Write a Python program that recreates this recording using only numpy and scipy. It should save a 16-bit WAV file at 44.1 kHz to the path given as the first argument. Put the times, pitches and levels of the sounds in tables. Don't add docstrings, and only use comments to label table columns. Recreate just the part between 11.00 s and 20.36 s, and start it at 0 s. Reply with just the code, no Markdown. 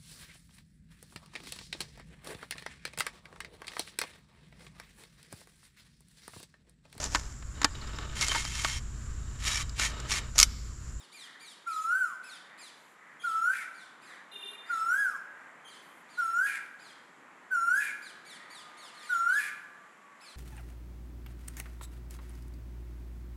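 import sys
import numpy as np
from scipy import signal
from scipy.fft import rfft, irfft, next_fast_len
from scipy.io import wavfile
from scipy.ndimage import uniform_filter1d

SR = 44100
rng = np.random.default_rng(int(sys.argv[2]) if len(sys.argv) > 2 else 0)


def put_to_file(sound):
    columns = np.atleast_2d(sound).T
    safe = np.clip(columns, -1, 1)
    whole_steps = np.round(safe * 32767)
    wavfile.write(sys.argv[1], SR, whole_steps.astype(np.int16))


N = 412776
TIME = np.arange(N) / SR
CUTOFF_HZ = 15650
CRACK_LOSS_DB = 11

# (frequency [Hz], gain [dB])
BIRD_COLOUR = [(1500, -21), (2400, -3.5), (3200, 1), (4100, 0), (5000, -6.5), (6000, -12), (7500, -8),
               (10000, -9.5), (12500, -23), (15000, -36)]


def from_db(db):
    return 10 ** (np.asarray(db) / 20)


def along(rows, t):
    where, *columns = np.transpose(rows)
    return [np.interp(t, where, column) for column in columns]


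def at_hz(points, hz, column=1):
    points = np.array(points)
    return np.interp(np.log(hz + 1), np.log(points[:, 0]), points[:, column])


def ramp(x, centre, width):
    return .5 + .5 * np.sin(np.pi * np.clip((x - centre) / width, -.5, .5))


def drift(rate_hz, size):
    knots = rng.standard_normal(int(size / SR * rate_hz) + 3)
    return np.interp(np.arange(size) / SR * rate_hz, np.arange(len(knots)), knots)


def noise(colour, size=N):
    padded = next_fast_len(size)
    white = rfft(rng.standard_normal(padded))
    gain = from_db(at_hz(colour, np.fft.rfftfreq(padded, 1 / SR)))
    x = irfft(white * gain, padded)[:size]
    return x / np.sqrt(np.mean(x ** 2) + 1e-20)


def span(start_s, end_s):
    at = np.arange(max(int(start_s * SR), 0), min(int(end_s * SR), N))
    return at, np.clip(np.minimum(TIME[at] - start_s, end_s - TIME[at]) / 0.0013, 0, 1)


def partials(pitch_hz, multiples, colour, flutter_db, flutter_hz):
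    phase = 2 * np.pi * np.cumsum(pitch_hz) / SR
    out = np.zeros(len(pitch_hz))
    for k in multiples:
        level_db = at_hz(colour, k * pitch_hz) + flutter_db * drift(flutter_hz, len(pitch_hz))
        in_band = k * pitch_hz < CUTOFF_HZ
        out += from_db(level_db) * in_band * np.sin(k * phase + rng.uniform(0, 2 * np.pi))
    return np.sqrt(2) * out


def town(rumble_gain_db=1.5, murmur_gain_db=6, hiss_db=-71, waver_db=0.86):
    # (frequency [Hz], relative density [dB])
    rumble = [(20, -37), (40, -30), (54, -14), (80, -22), (110, -12.5), (160, -1), (220, 1.5), (320, 1.5),
              (450, -1), (700, -13), (1200, -1), (2500, -68)]
    murmur = [(200, -59), (500, -3), (750, 0), (1050, 3), (1400, 2.5), (1900, 2.5), (2400, -4), (3000, -14),
              (4200, -31), (6000, -68), (10000, -69.5)]
    hiss = [(1000, -56), (3000, 4), (4000, -1.5), (5200, -5), (6400, -3), (7400, 2.5), (8600, -7.5),
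            (11500, -8), (13000, -24), (15500, -38)]
    # (time [s], level before gain [dB])
    rumble_levels = [(0.0, -68.5), (0.55, -70), (4.12, -66), (5.6, -67), (7.04, -64.5), (9.36, -68)]
    murmur_levels = [(0.0, -68.5), (1.54, -62.5), (1.95, -65), (3.78, -61), (6.7, -63), (7.72, -61.5),
                     (9.36, -65)]
    rumble_db, = along(rumble_levels, TIME)
    murmur_db, = along(murmur_levels, TIME)
    layers = (rumble, rumble_db + rumble_gain_db), (murmur, murmur_db + murmur_gain_db), (hiss, hiss_db)
    return sum(noise(colour) * from_db(db + waver_db * drift(7, N)) for colour, db in layers)


def foliage():
    # (start [s], length [s], level [dB])
    swishes = [(1.74, .24, -75), (4.78, .28, -71.5)]
    # (frequency [Hz], relative density [dB])
    colour = [(3000, -40), (6000, -14), (8000, -5), (11000, -1), (13000, -8), (15500, -22)]
    swell = np.zeros(N)
    for start_s, length_s, level_db in swishes:
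        at, _ = span(start_s, start_s + length_s)
        swell[at] += from_db(level_db) * signal.windows.tukey(len(at))
    return swell * noise(colour)


def vehicle_whine(waver=0.00807, flutter_db=4.0, gain_db=-2):
    # (time [s], pitch [Hz], level before gain [dB])
    track = [(5.8, 1262, -71), (6.4, 1255, -72), (7.3, 1245, -59), (7.9, 1218, -55), (8.4, 1200, -50.5),
             (8.75, 1180, -58.5), (8.95, 1145, -58), (9.36, 1128, -63.5)]
    pitch_hz, level_db = along(track, TIME)
    phase = 2 * np.pi * np.cumsum(pitch_hz * (1 + waver * drift(60, N))) / SR
    return np.sin(phase) * from_db(level_db + gain_db + flutter_db * drift(18, N))


def far_birds(gain_db=-1):
    # (start [s], length [s], level before gain [dB])
    calls = [(0.164, 0.34, -55.5), (1.43, 0.24, -56), (1.941, 0.32, -55.5), (3.02, 0.27, -52.5),
             (3.58, 0.25, -53.5), (4.312, 0.27, -59), (7.24, 0.38, -54.5), (7.855, 0.51, -57)]
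    # (frequency [Hz], relative density [dB])
    colour = [(400, -62), (1200, -11), (1600, -5.5), (1950, 1), (2300, -14.5), (3000, -34), (6000, -84)]
    swell = np.zeros(N)
    for start_s, length_s, level_db in calls:
        at, _ = span(start_s, start_s + length_s)
        swell[at] += from_db(level_db + gain_db) * signal.windows.tukey(len(at), .7)
    return swell * noise(colour)


def horn(start_s=3.314, length_s=0.24, buzz_hz=401.4, gain_db=-49, attack_s=0.007, release_db_per_s=1102):
    # (frequency [Hz], gain [dB])
    colour = [(402, -14.5), (800, -31), (2000, -44), (2410, -18), (2820, -9.5), (3220, -15), (3620, -4),
              (4020, -17.5), (4500, -41), (8500, -39), (10000, -24), (11600, -28.5), (13000, -44),
              (14000, -54)]
    at, fade = span(start_s, start_s + 2 * length_s)
    t = TIME[at] - start_s
    level_db = gain_db - release_db_per_s * np.maximum(t - length_s, 0)
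    pitch_hz = buzz_hz * (1 + .005 * drift(600, len(at)) + .0025 * drift(14, len(at)))
    buzz = partials(pitch_hz, range(1, 34), colour, flutter_db=7, flutter_hz=103)
    out = np.zeros(N)
    out[at] = fade * np.minimum(t / attack_s, 1) * from_db(level_db) * buzz
    return out


def peeps(jitter=.035):
    # (start [s], length [s], pitch [Hz], gain [dB])
    notes = [(2.189, 0.079, 3270, -56), (4.641, 0.068, 3190, -56.5), (4.738, 0.082, 3130, -62.5)]
    out = np.zeros(N)
    for start_s, length_s, centre_hz, gain_db in notes:
        at, _ = span(start_s, start_s + length_s)
        pitch_hz = centre_hz * (1 + jitter * drift(600, len(at)))
        voice = partials(pitch_hz, range(1, 5), BIRD_COLOUR, flutter_db=0.5, flutter_hz=118)
        out[at] += signal.windows.tukey(len(at)) * from_db(gain_db) * voice
    return out


def chirps(jitter=0.0094, wobble=.015, gain_db=-3.5, clear_above_db=-51.5, shading=0.81, hoarse_db=-8):
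    # (start [s], length [s], top pitch [Hz], level before gain [dB])
    notes = [(-.07, .13, 2345, -53.5), (0.117, 0.16, 2400, -50), (0.395, .15, 2403, -50.5),
             (0.67, 0.13, 2490, -50.5), (1.23, 0.15, 2560, -49.5), (1.576, .13, 2481, -50),
             (2.214, 0.12, 2384, -52.5), (2.735, 0.13, 2390, -54.5), (3.011, 0.15, 2440, -54.5),
             (3.653, 0.16, 2440, -54), (4.673, 0.11, 2364, -54), (5.087, 0.16, 2360, -54.5),
             (5.788, 0.15, 2442, -54), (7.015, 0.1, 2490, -50.5), (7.248, .128, 2291, -51),
             (7.495, 0.14, 2316, -51.5), (7.767, 0.14, 2237, -52), (7.938, 0.14, 2180, -53.5),
             (8.02, 0.15, 2380, -51), (8.291, 0.12, 2270, -51), (9.202, 0.15, 2580, -52.5)]
    # (time [share of length], pitch [share of top], relative level [dB])
    shape = [(0, 0.68, -13), (.09, 0.98, -1.5), (.24, 1.01, -1), (.43, 0.87, -0.5), (.6, .79, -0.5),
             (.85, .66, -4.5), (1, .58, -8.5)]
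    sung, direct = np.zeros((2, N))
    for start_s, length_s, top_hz, level_db in notes:
        at, fade = span(start_s, start_s + length_s)
        bend, swell_db = along(shape, (TIME[at] - start_s) / length_s)
        bend += wobble * drift(44.7, len(at))
        pitch_hz = top_hz * uniform_filter1d(bend, size=400, mode="nearest")
        clarity = from_db(shading * min(level_db - clear_above_db, 0))
        pitch_hz *= 1 + jitter / clarity ** 2 * drift(701, len(at))
        voice = partials(pitch_hz, range(1, 9), BIRD_COLOUR, flutter_db=3, flutter_hz=149.8)
        hoarse = noise([(1000, -60)] + BIRD_COLOUR, len(at)) * from_db(hoarse_db) / clarity
        note = fade * from_db(level_db + swell_db + gain_db) * (voice * np.sqrt(clarity) + hoarse)
        sung[at] += note
        direct[at] += note * clarity
    return sung, direct


def koel_gesture(start_s, rise_s, dip_hz, top_hz, onset_hz, dip_db, top_db, harshness):
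    scoop_hz, scoop_s, settle_s, arch_s, sag_hz_per_s2 = 219.8, 0.00798, .049, .092, 10500
    attack_s, release_s, release_db_per_s = 0.02, .125, 248
    rasp_ceiling_hz, rasp_sink_db_per_s = 1589, 66
    strain_hz, strain_db_per_hz = 1740, .04
    hold_s = 0.086 if harshness > .5 else 0.051
    at, fade = span(start_s, start_s + rise_s + hold_s + release_s)
    t = TIME[at] - start_s
    past_top_s = np.maximum(t - rise_s, 0)
    onset = np.exp(-(t / settle_s) ** 2)
    arch = np.exp(-np.abs((t - rise_s) / arch_s) ** 1.87)
    strain = arch * from_db(strain_db_per_hz * (top_hz - strain_hz))
    rasp = harshness * ramp(t, centre=rise_s - .014, width=0.048)

    pitch_hz = dip_hz + onset_hz * onset + (top_hz - dip_hz) * arch - sag_hz_per_s2 * past_top_s ** 2
    pitch_hz -= rasp * np.maximum(pitch_hz - rasp_ceiling_hz, 0)
    pitch_hz -= scoop_hz * np.exp(-t / scoop_s)

    level_db = dip_db + (top_db - dip_db) * ramp(t, centre=0.22, width=0.15)
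    level_db -= rasp * (CRACK_LOSS_DB + rasp_sink_db_per_s * past_top_s)
    level_db -= release_db_per_s * (1 + rasp) * np.maximum(past_top_s - hold_s, 0)
    envelope = fade * np.minimum(t / attack_s, 1) ** 2 * from_db(level_db)
    return at, envelope, np.maximum(pitch_hz, dip_hz / 2), strain, rasp, t > rise_s


def koel_whistle(pitch_hz, rasp, falling, press_db_per_octave=5, slack_hz=1480, slack_db_per_hz=0.0372):
    # (frequency [Hz], relative gain [dB])
    colour = [(2600, -37.5), (3300, -40.5), (4400, -42.5), (5400, -33), (6100, -39), (6900, -28),
              (8200, -37), (9600, -33.5), (11000, -35.5), (12500, -41), (14000, -48), (15600, -62)]
    phase = 2 * np.pi * np.cumsum(pitch_hz) / SR
    fundamental = np.sqrt(2) * np.sin(phase) * (1 - rasp)
    overtones = partials(pitch_hz, range(2, 12), colour, flutter_db=5, flutter_hz=89.8)
    overtones *= from_db(press_db_per_octave * np.log2(pitch_hz / 1400))
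    overtones *= from_db(slack_db_per_hz * np.maximum(slack_hz - pitch_hz, 0) * falling * (1 - rasp))
    looseness = 1 - ramp(pitch_hz, centre=1320, width=60)
    half_lines = partials(pitch_hz, np.arange(1, 10) + .5, colour, flutter_db=5, flutter_hz=60)
    return fundamental + overtones + looseness * from_db(-2) * half_lines


def koel_hoarseness(strain, rasp, gain_db=-26, flutter_db=3):
    # (frequency [Hz], relative density [dB])
    colour = [(1500, -34), (3000, -6), (5500, -8.5), (7200, 0), (10500, 3), (12500, -1), (15500, -17)]
    level_db = gain_db + CRACK_LOSS_DB * rasp + flutter_db * drift(350, len(rasp))
    return strain * noise(colour, len(rasp)) * from_db(level_db)


def koel_crack(pitch_hz, rasp, doubling_db=-1, chaos_db=-4, rattle_db=3.5):
    # (frequency [Hz], relative gain [dB])
    colour = [(300, -99), (1000, -17), (1300, -19), (1700, 5.5), (2050, -2), (2350, -2), (2700, -9.5),
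              (3100, -15), (6000, -22), (10500, -16.5), (13000, -36), (15500, -46)]
    doubling = partials(pitch_hz, [1.5], colour, flutter_db=1, flutter_hz=250) * from_db(doubling_db)
    chaos = noise(colour, len(rasp)) * from_db(chaos_db + rattle_db * drift(350, len(rasp)))
    return rasp ** 2 * doubling + rasp * chaos


def koel(gain_db=0.17, min_rasp=0.028):
    # (start [s], time to top [s], dip pitch [Hz], top pitch [Hz],
    # onset above dip [Hz], dip level [dB], top level [dB], harshness [0-1])
    calls = [(.655, 0.33, 1270, 1554, 152.5, -34.5, -29, 0.03),
             (2.228, 0.32, 1309, 1590, 165, -32, -28, 0.68),
             (3.685, 0.32, 1313, 1669, 157.5, -32, -27.5, 0),
             (5.168, 0.32, 1334, 1704, 163, -31.5, -26.5, 0.91),
             (6.50, .323, 1358, 1748, 228, -30, -25.5, 0.88),
             (8.085, .324, 1357, 1772, 169, -30.5, -26, .9)]
    out = np.zeros(N)
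    for call in calls:
        at, envelope, pitch_hz, strain, rasp, falling = koel_gesture(*call)
        rasp = np.maximum(rasp, min_rasp)
        jitter = 0.00063 + 0.0017 * strain + 0.03 * rasp
        pitch_hz *= 1 + jitter * drift(900, len(at))
        whistle = koel_whistle(pitch_hz, rasp, falling)
        out[at] += envelope * (whistle + koel_hoarseness(strain, rasp) + koel_crack(pitch_hz, rasp))
    return from_db(gain_db) * out


def with_echoes(x):
    # (delay [s], gain [dB])
    reflections = [(.002768, -9.5), (.013197, -20), (.015885, -11.5), (.01928, -15), (.022165, -16.5),
                   (.04407, -21), (.105, -21)]
    out = x.copy()
    for delay_s, gain_db in reflections:
        out += from_db(gain_db) * np.interp(TIME - delay_s, TIME, x, left=0)
    return out


def garden_tail(x, length_s=1.3, build_s=0.015):
    # (frequency [Hz], t60 [s], gain [dB])
    reverb = [(400, 0.83, -6.5), (1452, 1, -9), (2400, 0.57, -5.5), (3939, 0.84, -5.5), (6960, 0.36, -6),
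              (14200, 0.83, -14)]
    t = TIME[:int(length_s * SR)]
    response = np.zeros(len(t))
    edges_hz = np.geomspace(200, CUTOFF_HZ, 11)
    for low_hz, high_hz in zip(edges_hz, edges_hz[1:]):
        centre_hz = np.sqrt(low_hz * high_hz)
        decay = from_db(-60 * t / at_hz(reverb, centre_hz)) * (1 - np.exp(-t / build_s))
        scatter = rng.standard_normal(len(t)) * decay / np.linalg.norm(decay)
        band = signal.butter(2, [low_hz, high_hz], "band", fs=SR, output="sos")
        response += from_db(at_hz(reverb, centre_hz, column=2)) * signal.sosfilt(band, scatter)
    return signal.fftconvolve(x, response)[:N]


def scene(farther_send_db=3):
    near = koel()
    farther = peeps() + horn()
    chirps_sung, chirps_direct = chirps()
    tail = garden_tail(near + from_db(farther_send_db) * (farther + chirps_sung))
    background = far_birds() + foliage() + vehicle_whine() + town()
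    return (with_echoes(near) + farther + chirps_direct + tail + background)[None]


def record(dry):
    return signal.sosfilt(signal.ellip(10, .1, 70, CUTOFF_HZ, fs=SR, output="sos"), dry)


dry = scene()
out = record(dry)
put_to_file(out)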